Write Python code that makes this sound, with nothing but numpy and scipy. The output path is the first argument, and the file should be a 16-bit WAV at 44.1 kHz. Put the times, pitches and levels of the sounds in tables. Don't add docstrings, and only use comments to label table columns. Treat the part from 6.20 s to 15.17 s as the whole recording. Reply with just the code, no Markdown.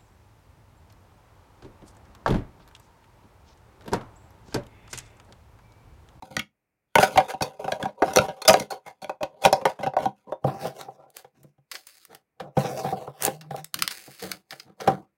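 import sys
import numpy as np
from scipy import signal
from scipy.fft import rfft, irfft, next_fast_len
from scipy.io import wavfile

SR = 44100
rng = np.random.default_rng(int(sys.argv[2]) if len(sys.argv) > 2 else 0)


def wav_record(signal):
    frames = np.transpose(np.atleast_2d(signal))
    bounded = np.clip(frames, -1, 1)
    quanta = np.round(bounded * 32767).astype(np.int16)
    wavfile.write(sys.argv[1], SR, quanta)


N = 395556
TIME = np.arange(N) / SR
EVENT_TIME = TIME[:6144]

# (time [s], thump [dB], hollow ring [dB], crack [dB], cavity [Hz], card edge [Hz], slip decay [s])
FLAP_SNAPS = [(0.022, -44.5, -36.5, -51.5, 860, 4000, .004), (0.166, -29.5, -32.5, -23, 528, 1920, .002),
              (0.181, -32, -49, -46, 505, 2650, .009), (0.193, -44.5, -52.5, -25.5, 935, 2226, .003),
              (0.754, -23, -10, -13, 916, 2115, .003), (0.783, -20.5, -10, -21.5, 845, 2780, .003),
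              (0.827, -28, -10.5, -20.5, 728, 2280, .004), (0.958, -27, -21.5, -37.5, 824, 2730, .004),
              (0.9735, -34, -11, -17.5, 784, 2010, .004), (0.981, -30, -10, -26.5, 778, 2210, .002),
              (1.0, -42, -19.5, -34, 784, 1660, .005), (1.1, -63, -34, -36, 700, 1630, .008),
              (1.136, -39.5, -27.5, -47.5, 793, 2700, .006), (1.207, -26, -24, -32, 787, 1530, .006),
              (1.22, -36.5, -24.5, -25.5, 880, 4520, .006), (1.391, -49, -32, -58, 607, 2320, 0.0077),
              (1.442, -36, -29, -43.5, 727, 2730, .004), (1.479, -42, -22.5, -42, 790, 1620, .003),
              (1.519, -35.5, -21.5, -27.5, 676, 1661, .0035), (1.627, -27.5, -31.5, -31, 530, 1660, .0015),
              (1.654, -33, -23.5, -41, 780, 1610, .0035), (1.82, -38, -10.5, -32, 728, 1640, .006),
              (1.877, -57, -26, -40, 736, 1630, .005), (1.934, -47, -35.5, -37.5, 700, 5800, .002),
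              (1.96, -23.5, -17.5, -18, 476, 5860, .0014), (1.971, -43, -10, -19, 507, 4350, .001),
              (1.985, -21.5, -16.5, -15, 594, 1360, .0016), (2.081, -37.5, -26.5, -38.5, 560, 1610, .013),
              (2.217, -66, -36, -33.5, 906, 4330, .005), (2.25, -50, -29, -34, 485, 3510, .004),
              (2.277, -49.5, -14, -11, 630, 4970, .006), (2.285, -22, -10, -19, 630, 6160, .003),
              (2.294, -23, -11.5, -14, 658, 2470, .0035), (2.304, -31, -11.5, -25, 640, 6000, .005),
              (2.331, -42, -35.5, -28, 786, 6540, .0024), (2.34, -38, -10, -19.5, 720, 1636, .001),
              (2.397, -30, -34, -32, 487, 5680, .003), (2.503, -56, -29.5, -34, 770, 4380, .011),
              (2.817, -45.5, -36, -44, 777, 4390, .011), (2.844, -55.5, -34.5, -40, 599, 2290, .001),
              (2.894, -55.5, -24.5, -41, 789, 2590, 0.0037), (3.006, -47, -26, -49, 635, 1570, .014),
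              (3.03, -47, -22, -33, 593, 2520, .003), (3.235, -40, -26, -29.5, 614, 3400, 0.01),
              (3.25, -23, -10.5, -15, 773, 2440, .0023), (3.259, -34, -10.5, -26.5, 532, 5470, .001),
              (3.327, -31.5, -10.5, -23.5, 588, 5330, .003), (3.413, -42, -36, -49, 798, 2368, 0.004),
              (3.453, -29.5, -12.5, -22, 806, 1930, .004), (3.49, -51, -34, -48, 600, 2010, 0.007),
              (3.588, -35, -34, -50.5, 785, 3258, .01), (3.63, -35, -23, -33, 570, 1510, .008),
              (3.663, -29.5, -22.5, -42.5, 730, 3100, .0025), (3.669, -34, -20, -39.5, 790, 1530, .003),
              (3.735, -52, -31, -54.5, 776, 2080, .003), (3.766, -45, -14, -41, 702, 1570, .003),
              (3.783, -42, -27.5, -41.5, 640, 2000, .012), (3.856, -29, -18.5, -39.5, 764, 3260, .0012),
              (4.121, -50, -23.5, -52.5, 622, 3590, .004)]
# (time [s], thump [dB], hollow ring [dB], crack [dB], cavity [Hz], slip decay [s])
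TABLE_KNOCKS = [(3.86, -30, -28, -57, 800, 0.0037), (4.241, -18.5, -17.5, -42.5, 518, .006),
                (4.28, -28, -24, -58, 660, 0.0018), (4.446, -32, -23.5, -39, 706, 0.022),
                (4.682, -50.5, -33, -71, 780, 0.0048), (5.042, -59, -43.5, -56.5, 640, 0.0066),
                (5.239, -47, -53.5, -69.5, 530, .006), (5.379, -56, -64.5, -77, 530, 0.0051),
                (6.198, -46, -31.5, -39.5, 602, 0.0077), (6.367, -14.5, -16, -37.5, 677, 0.0092),
                (6.375, -19.5, -30, -38.5, 750, 0.0025), (6.441, -28, -24, -36.5, 516, 0.022),
                (6.641, -27, -21.5, -39, 800, 0.017), (6.721, -29, -22, -66, 770, 0.012),
                (6.874, -38, -30.5, -56, 736, 0.0044), (7.077, -28, -22, -35, 815, 0.0022),
                (7.306, -38, -31, -43.5, 710, 0.0037), (7.341, -43, -27.5, -58, 684, .005),
                (7.874, -44.5, -45, -65, 498, 0.0098), (8.029, -43, -42, -45, 600, 0.015),
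                (8.323, -49, -41.5, -39.5, 791, 0.0056), (8.599, -49, -35, -39, 756, 0.012),
                (8.674, -27, -11, -25, 778, 0.0038), (8.693, -33.5, -20.5, -43, 630, 0.013)]
# (time [s], snap [dB], treble relative to snap [dB], decay [s])
FOIL_CREASES = [(4.612, -44, -3, .0014), (4.903, -78, 22, .001), (4.968, -44.5, 6, 0.0011),
                (5.231, -68.5, 13, 0.0038), (5.514, -34.5, -2.5, 0.0063), (5.552, -34.5, -14.5, 0.0046),
                (5.669, -53.5, 11, 0.0031), (5.851, -54, 7, 0.002), (5.948, -48.5, 3, 0.0033),
                (7.023, -35.5, 11, .001), (7.033, -37.5, 12, 0.0073), (7.0506, -38.5, 22, 0.0014),
                (7.063, -33, 5, .005), (7.21, -45, -7, 0.0054), (7.363, -47, 0, .0014),
                (7.444, -45, 9, 0.0019), (7.542, -27.5, 1, 0.0021), (7.589, -34, -5, 0.0054),
                (7.622, -19.5, -1.5, 0.0019), (7.677, -24.5, -1.5, 0.0013), (7.707, -33.5, -1, 0.015),
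                (7.993, -41.5, -5, 0.018), (8.026, -43, 1, .0015), (8.1157, -29, -2.5, 0.0024),
                (8.307, -37.5, -8.5, 0.0041), (8.329, -46, -12, 0.0015), (8.398, -39.5, -12, .003),
                (8.608, -39.5, -13, 0.003)]

# (start [s], length [s], fade over the length [dB],
# rumble at the start [dB], hollow ring at the start [dB], friction tones at the start [dB])
BOX_STROKES = [(0.04, 0.045, 3, -57.5, -54.5, -61), (0.11, 0.098, 8.5, -48, -47.5, -53.5),
               (0.8, 0.044, 0, -50, -28.5, -26), (0.86, 0.19, 7.5, -44, -34.5, -44),
               (1.085, 0.018, 0, -76, -33.5, -39), (1.225, 0.15, 28.5, -45, -28.5, -43),
               (1.395, 0.17, -0.5, -52, -39.5, -54), (1.6, 0.092, 7.5, -46, -31, -54),
               (1.78, 0.046, -6, -70.5, -44.5, -68.5), (1.84, 0.21, -4, -43.5, -34.5, -47.5),
               (2.1, 0.3, 9, -74, -47, -62), (2.31, .12, 9, -37.5, -27, -38),
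               (2.52, .05, 18.5, -51.5, -27, -43), (2.665, 0.025, 5.5, -49, -39, -45.5),
               (2.83, .11, 11, -52.5, -43.5, -64), (3.04, 0.17, 5.5, -65, -51.5, -76.5),
               (3.215, 0.058, -12.5, -60, -42.5, -52), (3.27, 0.17, 13, -46, -25.5, -53.5),
               (3.47, 0.025, 6, -53, -26, -44), (3.61, 0.07, 9, -53, -38.5, -59),
               (3.8, 0.062, 5.5, -38.5, -29, -47.5), (3.96, 0.073, 4, -87.5, -85, -72),
               (4.075, 0.065, 9.5, -51.5, -41.5, -77)]
TABLE_SLIDES = [(4.27, .1, 14, -31, -30, -46.5), (4.4, 0.072, -8.5, -47, -37.5, -48),
                (4.56, 0.055, -4.5, -59, -44.5, -54.5), (4.65, 0.11, 8, -58, -51, -69),
                (4.795, 0.093, 5.5, -64, -49.5, -85), (5.16, .13, 1, -62, -70, -75),
                (5.9, 0.066, 4, -62, -62, -77.5), (6.22, 0.056, 6, -41.5, -37.5, -72),
                (6.39, 0.19, 5, -38.5, -32.5, -43), (6.56, 0.16, -1, -49, -38, -47),
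                (6.77, 0.13, 8, -49.5, -40.5, -56.5), (6.94, 0.042, -5, -83.5, -60, -68),
                (7.01, 0.052, -8.5, -48.5, -37.5, -42), (7.09, 0.087, 21, -47.5, -36.5, -46),
                (7.22, 0.044, 1, -56, -56, -77.5), (7.32, 0.068, -4.5, -52, -46, -53.5)]
PACK_RUSTLES = [(4.97, 0.022, 5.5, -66, -45, -48.5), (5.545, 0.087, 22.5, -74, -48, -44.5),
                (5.68, .17, 10.5, -92, -72, -56), (5.915, 0.039, 4.5, -59, -49.5, -64),
                (7.56, 0.09, 5, -43.5, -48.5, -53), (7.71, 0.35, 14, -70, -55, -47),
                (8.03, 0.11, 7, -40.5, -39, -46), (8.32, 0.1, 8.5, -62, -51, -54),
                (8.47, 0.036, 7, -49, -55.5, -91), (8.61, 0.034, 2.5, -51.5, -37, -55),
                (8.685, .12, 22, -25.5, -27.5, -54)]

BOX_WALLS = [(100, 45, -8), (140, 35, -3), (198, 40, -1), (232, 45, -2), (300, 60, -4)]
BOX_HOLLOW = [(417, 56, -6.5), (531.2, 30, -1), (620, 35, -5), (763, 99, 0.5), (759, 50, 4.5),
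              (950, 27, -6), (1025, 52, -11.5), (1154, 130, -26.5)]
TABLE_LOW = [(85, 40, -17), (137, 18, 3), (188, 26, -3), (236, 45, -5), (345, 50, -7)]
TABLE_MID = [(369, 42, -5.5), (471, 93, 1), (533, 36, 3.5), (638, 66, 2), (792.6, 43.4, 5),
             (1041, 41, -2.5), (1027, 190, -6.5), (1390, 73, -13.5)]
STACK_LOW = [(110, 50, -8), (188, 36, 4), (230, 74, -3.5), (326, 65, -4)]
STACK_MID = [(340, 25, -2.5), (460, 35, 2), (558, 41, -1), (734, 87, 1), (910, 400, -10), (1260, 334, -8)]
CARD_CRACK = [(1250, 52, 6.5), (1456, 77, 9), (2116, 78, 3.5), (2475, 140, 2.5), (2700, 300, -2),
              (3370, 260, -3), (3760, 150, -1), (4020, 1300, -5), (4980, 230, -4.5), (5700, 200, -7.5)]
FOIL_SNAP = [(1084, 330, -1.5), (1430, 430, 4), (1900, 850, 2.5), (2840, 740, 1.5), (4500, 1070, 1.5),
             (5560, 800, -1), (6250, 360, -2)]
TABLE_SCRAPE = [(1320, 290, 4), (1580, 1200, -0.5), (2180, 29, 3.5), (2680, 270, -3.5), (3320, 820, -3.5),
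                (3800, 850, -2), (4600, 530, -3.5), (5770, 1300, -3.5)]

# (frequency [Hz], relative level per Hz [dB])
CARD_HISS = [(3500, -29.5), (5500, -4.5), (6400, 1), (7900, -9), (9500, -2.5), (12000, -8), (16000, -14)]
FOIL_HISS = [(3500, -11), (5500, -6.5), (6600, -2), (8000, 1), (10500, 1), (13000, -2), (16000, 0)]
FLOOR = [(30, 1.5), (150, 2.5), (600, -5), (1500, -11.5), (2400, -7.5), (3200, -25.5), (16000, -23)]

FLOOR_DB = -81
EDGE_HZ, EDGE_TREBLE_DB, TREBLE_DB_PER_OCTAVE = 2000, -14, 7
BOX_FOOT_HZ, KNOCK_TREBLE_DB = 1516, -16
JUDDER_HZ, JUDDER_START_S, JUDDER_LENGTH_S, JUDDER_DB = 151, 7.1, .335, -45.5
LIGHT_TOUCH_DB, GRAZE_S, PART_S = -20, .018, .055
STROKE_MARGIN_S = .25
ROOM_T60_S, ROOM_DB = 0.13, -15
ROOM_BASS_T60_S, ROOM_BASS_DB = .24, -14
CUTOFF_HZ = 16000


def from_db(db):
    return np.exp(np.asarray(db) * np.log(10) / 20)


def rms_one(x):
    return x / np.sqrt(np.mean(x ** 2) + 1e-30)


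def at_level(x, db):
    return from_db(db) * x * np.sqrt(SR / 100 / (np.sum(x ** 2) + 1e-30))


def cut(x, hz, kind, order=2):
    return signal.sosfilt(signal.butter(order, min(hz, .45 * SR), kind, fs=SR, output="sos"), x)


def colour(x, points):
    hz, db = np.transpose(points)
    size = next_fast_len(len(x))
    bins = np.maximum(np.fft.rfftfreq(size, 1 / SR), 1)
    gain = from_db(np.interp(np.log(bins), np.log(hz), db))
    return irfft(rfft(x, size) * gain, size)[:len(x)]


def wander(per_s, count=N):
    knots = rng.standard_normal(count // 64)
    return np.interp(TIME[:count] * min(per_s, 500), np.arange(len(knots)), knots)


def resonate(x, modes, shift_db=0):
    out = 0
    for k, (hz, width_hz, db) in enumerate(modes):
        r = np.exp(-np.pi * width_hz / SR)
        poles = [1, -2 * r * np.cos(2 * np.pi * hz / SR), r * r]
        zeros = [(1 - r * r) / 2, 0, (r * r - 1) / 2]
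        drive = x * from_db(shift_db * wander(21.903, count=len(x))) if shift_db else x
        out = out + (-1) ** k * from_db(db) * signal.lfilter(zeros, poles, drive + 1e-18)
    return out


def add(track, s, sound):
    start = max(round(s * SR), 0)
    track[start:start + len(sound)] += sound[:N - start]


def slips(count, per_s, spread_db, smooth):
    sizes = from_db(spread_db * np.minimum(rng.exponential(1, count), 4))
    grains = (rng.random(count) < per_s / SR) * sizes * rng.choice([-1, 1], count)
    return rms_one(rms_one(grains) + smooth * rng.standard_normal(count))


def drag(per_s, spread_db, smooth, catch_db, ticks_per_s, ticks_db):
    ticks = (rng.random(N) < ticks_per_s / SR) * rng.uniform(-0.76, 1, N)
    catching = slips(N, per_s, spread_db, smooth) * from_db(catch_db * wander(110))
    return catching + from_db(ticks_db) * rms_one(ticks)


def stroke(start_s, length_s, fade_db, attack_s, release_s):
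    first = max(int((start_s - STROKE_MARGIN_S) * SR), 0)
    age = TIME[first:int((start_s + length_s + STROKE_MARGIN_S) * SR)] - start_s
    before, after = np.maximum(-age, 0), np.maximum(age - length_s, 0)
    firm = np.exp(-before / attack_s - after / release_s)
    light = from_db(LIGHT_TOUCH_DB) * np.exp(-before / GRAZE_S - after / PART_S)
    fade = from_db(-fade_db * np.clip(age / length_s, 0, 1))
    out = np.zeros(N)
    out[first:first + len(age)] = fade * np.maximum(firm, light)
    return out


def pressure(strokes, attack_s, release_s):
    shapes = np.array([stroke(start_s, length_s, fade_db, attack_s, release_s)
                       for start_s, length_s, fade_db, *_ in strokes])
    levels = from_db([levels_db for _, _, _, *levels_db in strokes])
    return levels.T @ shapes


def rubbing(gains, force, low_modes, mid_modes, surface_modes, hiss, hiss_db, shift_db):
    touching = gains[0] > 0
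    rumble, ring, friction = gains[:, touching]
    force = force[touching]
    low = rms_one(cut(resonate(force, low_modes), 400, "low"))
    mid = rms_one(resonate(force, mid_modes, shift_db=4))
    surface = rms_one(cut(resonate(force, surface_modes, shift_db), 1000, "high"))
    treble = from_db(hiss_db) * rms_one(colour(force, hiss))
    out = np.zeros(N)
    out[touching] = rumble * low + ring * mid + friction * (surface + treble)
    return out


def burst(decay_s, rise_share):
    age = EVENT_TIME / max(decay_s, 1e-4)
    return (1 - np.exp(-age / rise_share)) * np.exp(-np.minimum(age, 40))


def blow(contact, low_modes, mid_modes, cavity_width_hz, cavity_db, edge_width_hz, edge_db, edge_ring_db,
         push, rise_share):
    thump_db, ring_db, crack_db, treble_db, cavity_hz, edge_hz, decay_s = contact
    shape = burst(decay_s, rise_share)
    force = shape * slips(len(shape), per_s=3000, spread_db=4, smooth=.4)
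    shove = force / np.sqrt(np.sum(force ** 2))
    shove[min(np.argmax(shape), SR // 250)] += push
    thump = cut(resonate(shove, low_modes), 290, "low")
    cavity = at_level(resonate(shove, [(cavity_hz, cavity_width_hz, 0)]), cavity_db)
    ring = cut(at_level(resonate(shove, mid_modes), 0) + cavity, 1400, "low")
    edge = at_level(resonate(force, [(edge_hz, edge_width_hz, 0)]), edge_db)
    edge_ring = at_level(resonate(force, [(edge_hz, 60, 0)]), edge_ring_db)
    panel = at_level(resonate(force, CARD_CRACK, shift_db=5), 0)
    crack = cut(panel + edge + edge_ring, 1150, "high")
    treble = shape * colour(slips(len(shape), per_s=3500, spread_db=4, smooth=.7), CARD_HISS)
    body = at_level(thump, thump_db) + at_level(ring, ring_db)
    return body + at_level(crack, crack_db) + at_level(treble, crack_db + treble_db)


def background():
    return from_db(FLOOR_DB) * rms_one(colour(rng.standard_normal(N), FLOOR))


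def room(x):
    t = TIME[:SR // 2]
    arrival = np.clip((t - .003) / .003, 0, 1)
    tail = cut(rng.standard_normal(len(t)), 7400, "low", order=1) * arrival * from_db(-60 * t / ROOM_T60_S)
    bass = rng.standard_normal(len(t)) * arrival * from_db(-60 * t / ROOM_BASS_T60_S)
    diffuse = from_db(ROOM_DB) * tail / np.linalg.norm(tail)
    low = from_db(ROOM_BASS_DB) * cut(bass / np.linalg.norm(bass), 300, "low")
    return signal.fftconvolve(x, diffuse + low)[:N]


def pack_rustling():
    force = drag(per_s=1200, spread_db=4, smooth=.7, catch_db=2, ticks_per_s=50, ticks_db=-6)
    gains = pressure(PACK_RUSTLES, attack_s=0.01, release_s=0.024)
    return rubbing(gains, force, STACK_LOW, STACK_MID, FOIL_SNAP, FOIL_HISS, hiss_db=1, shift_db=1.5)


def creases():
    out = np.zeros(N)
    for s, snap_db, treble_db, decay_s in FOIL_CREASES:
        shape = burst(decay_s, rise_share=0.11)
        snap = cut(resonate(shape * rng.standard_normal(len(shape)), FOIL_SNAP), 840, "high")
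        treble = shape * colour(rng.standard_normal(len(shape)), FOIL_HISS)
        add(out, s, at_level(snap, snap_db) + at_level(treble, snap_db + treble_db))
    return out


def judder():
    phase = 2 * np.pi * np.cumsum(JUDDER_HZ * (1 + .045 * wander(50))) / SR
    push = stroke(JUDDER_START_S, JUDDER_LENGTH_S, fade_db=-1, attack_s=0.013, release_s=0.025)
    return push * from_db(JUDDER_DB + 2.5 * wander(40)) * np.sin(phase)


def table_sliding():
    force = drag(per_s=1800, spread_db=3.5, smooth=.7, catch_db=2, ticks_per_s=60, ticks_db=-9)
    gains = pressure(TABLE_SLIDES, attack_s=0.011, release_s=0.019)
    return rubbing(gains, force, TABLE_LOW, TABLE_MID, TABLE_SCRAPE, FOIL_HISS, hiss_db=-4, shift_db=4.5)


def knocks():
    out = np.zeros(N)
    for s, thump_db, ring_db, crack_db, cavity_hz, decay_s in TABLE_KNOCKS:
        contact = thump_db, ring_db, crack_db, KNOCK_TREBLE_DB, cavity_hz, BOX_FOOT_HZ, decay_s
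        add(out, s, blow(contact, TABLE_LOW, TABLE_MID, cavity_width_hz=45, cavity_db=-9.0, edge_width_hz=450,
                         edge_db=5.5, edge_ring_db=-8.5, push=1.0, rise_share=0.62))
    return out


def card_rubbing():
    force = drag(per_s=1100, spread_db=4, smooth=.65, catch_db=3, ticks_per_s=60, ticks_db=-9)
    gains = pressure(BOX_STROKES, attack_s=0.0026, release_s=.015)
    return rubbing(gains, force, BOX_WALLS, BOX_HOLLOW, CARD_CRACK, CARD_HISS, hiss_db=-6, shift_db=5.5)


def flaps():
    out = np.zeros(N)
    for s, thump_db, ring_db, crack_db, cavity_hz, edge_hz, decay_s in FLAP_SNAPS:
        treble_db = EDGE_TREBLE_DB + TREBLE_DB_PER_OCTAVE * np.log2(edge_hz / EDGE_HZ)
        contact = thump_db, ring_db, crack_db, treble_db, cavity_hz, edge_hz, decay_s
        add(out, s, blow(contact, BOX_WALLS, BOX_HOLLOW, cavity_width_hz=65, cavity_db=4, edge_width_hz=130,
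                         edge_db=-2, edge_ring_db=-13.0, push=0.83, rise_share=.4))
    return out


def scene():
    foil = pack_rustling() + creases()
    table = judder() + table_sliding() + knocks()
    box = card_rubbing() + flaps()
    close = foil + table + box
    return (close + room(close) + background())[None]


def record(dry):
    rounded = 1.22 * np.tanh(cut(dry, 48, "high") / 1.28)
    return signal.sosfilt(signal.ellip(10, .2, 80, CUTOFF_HZ, fs=SR, output="sos"), rounded)


dry = scene()
out = record(dry)
wav_record(out)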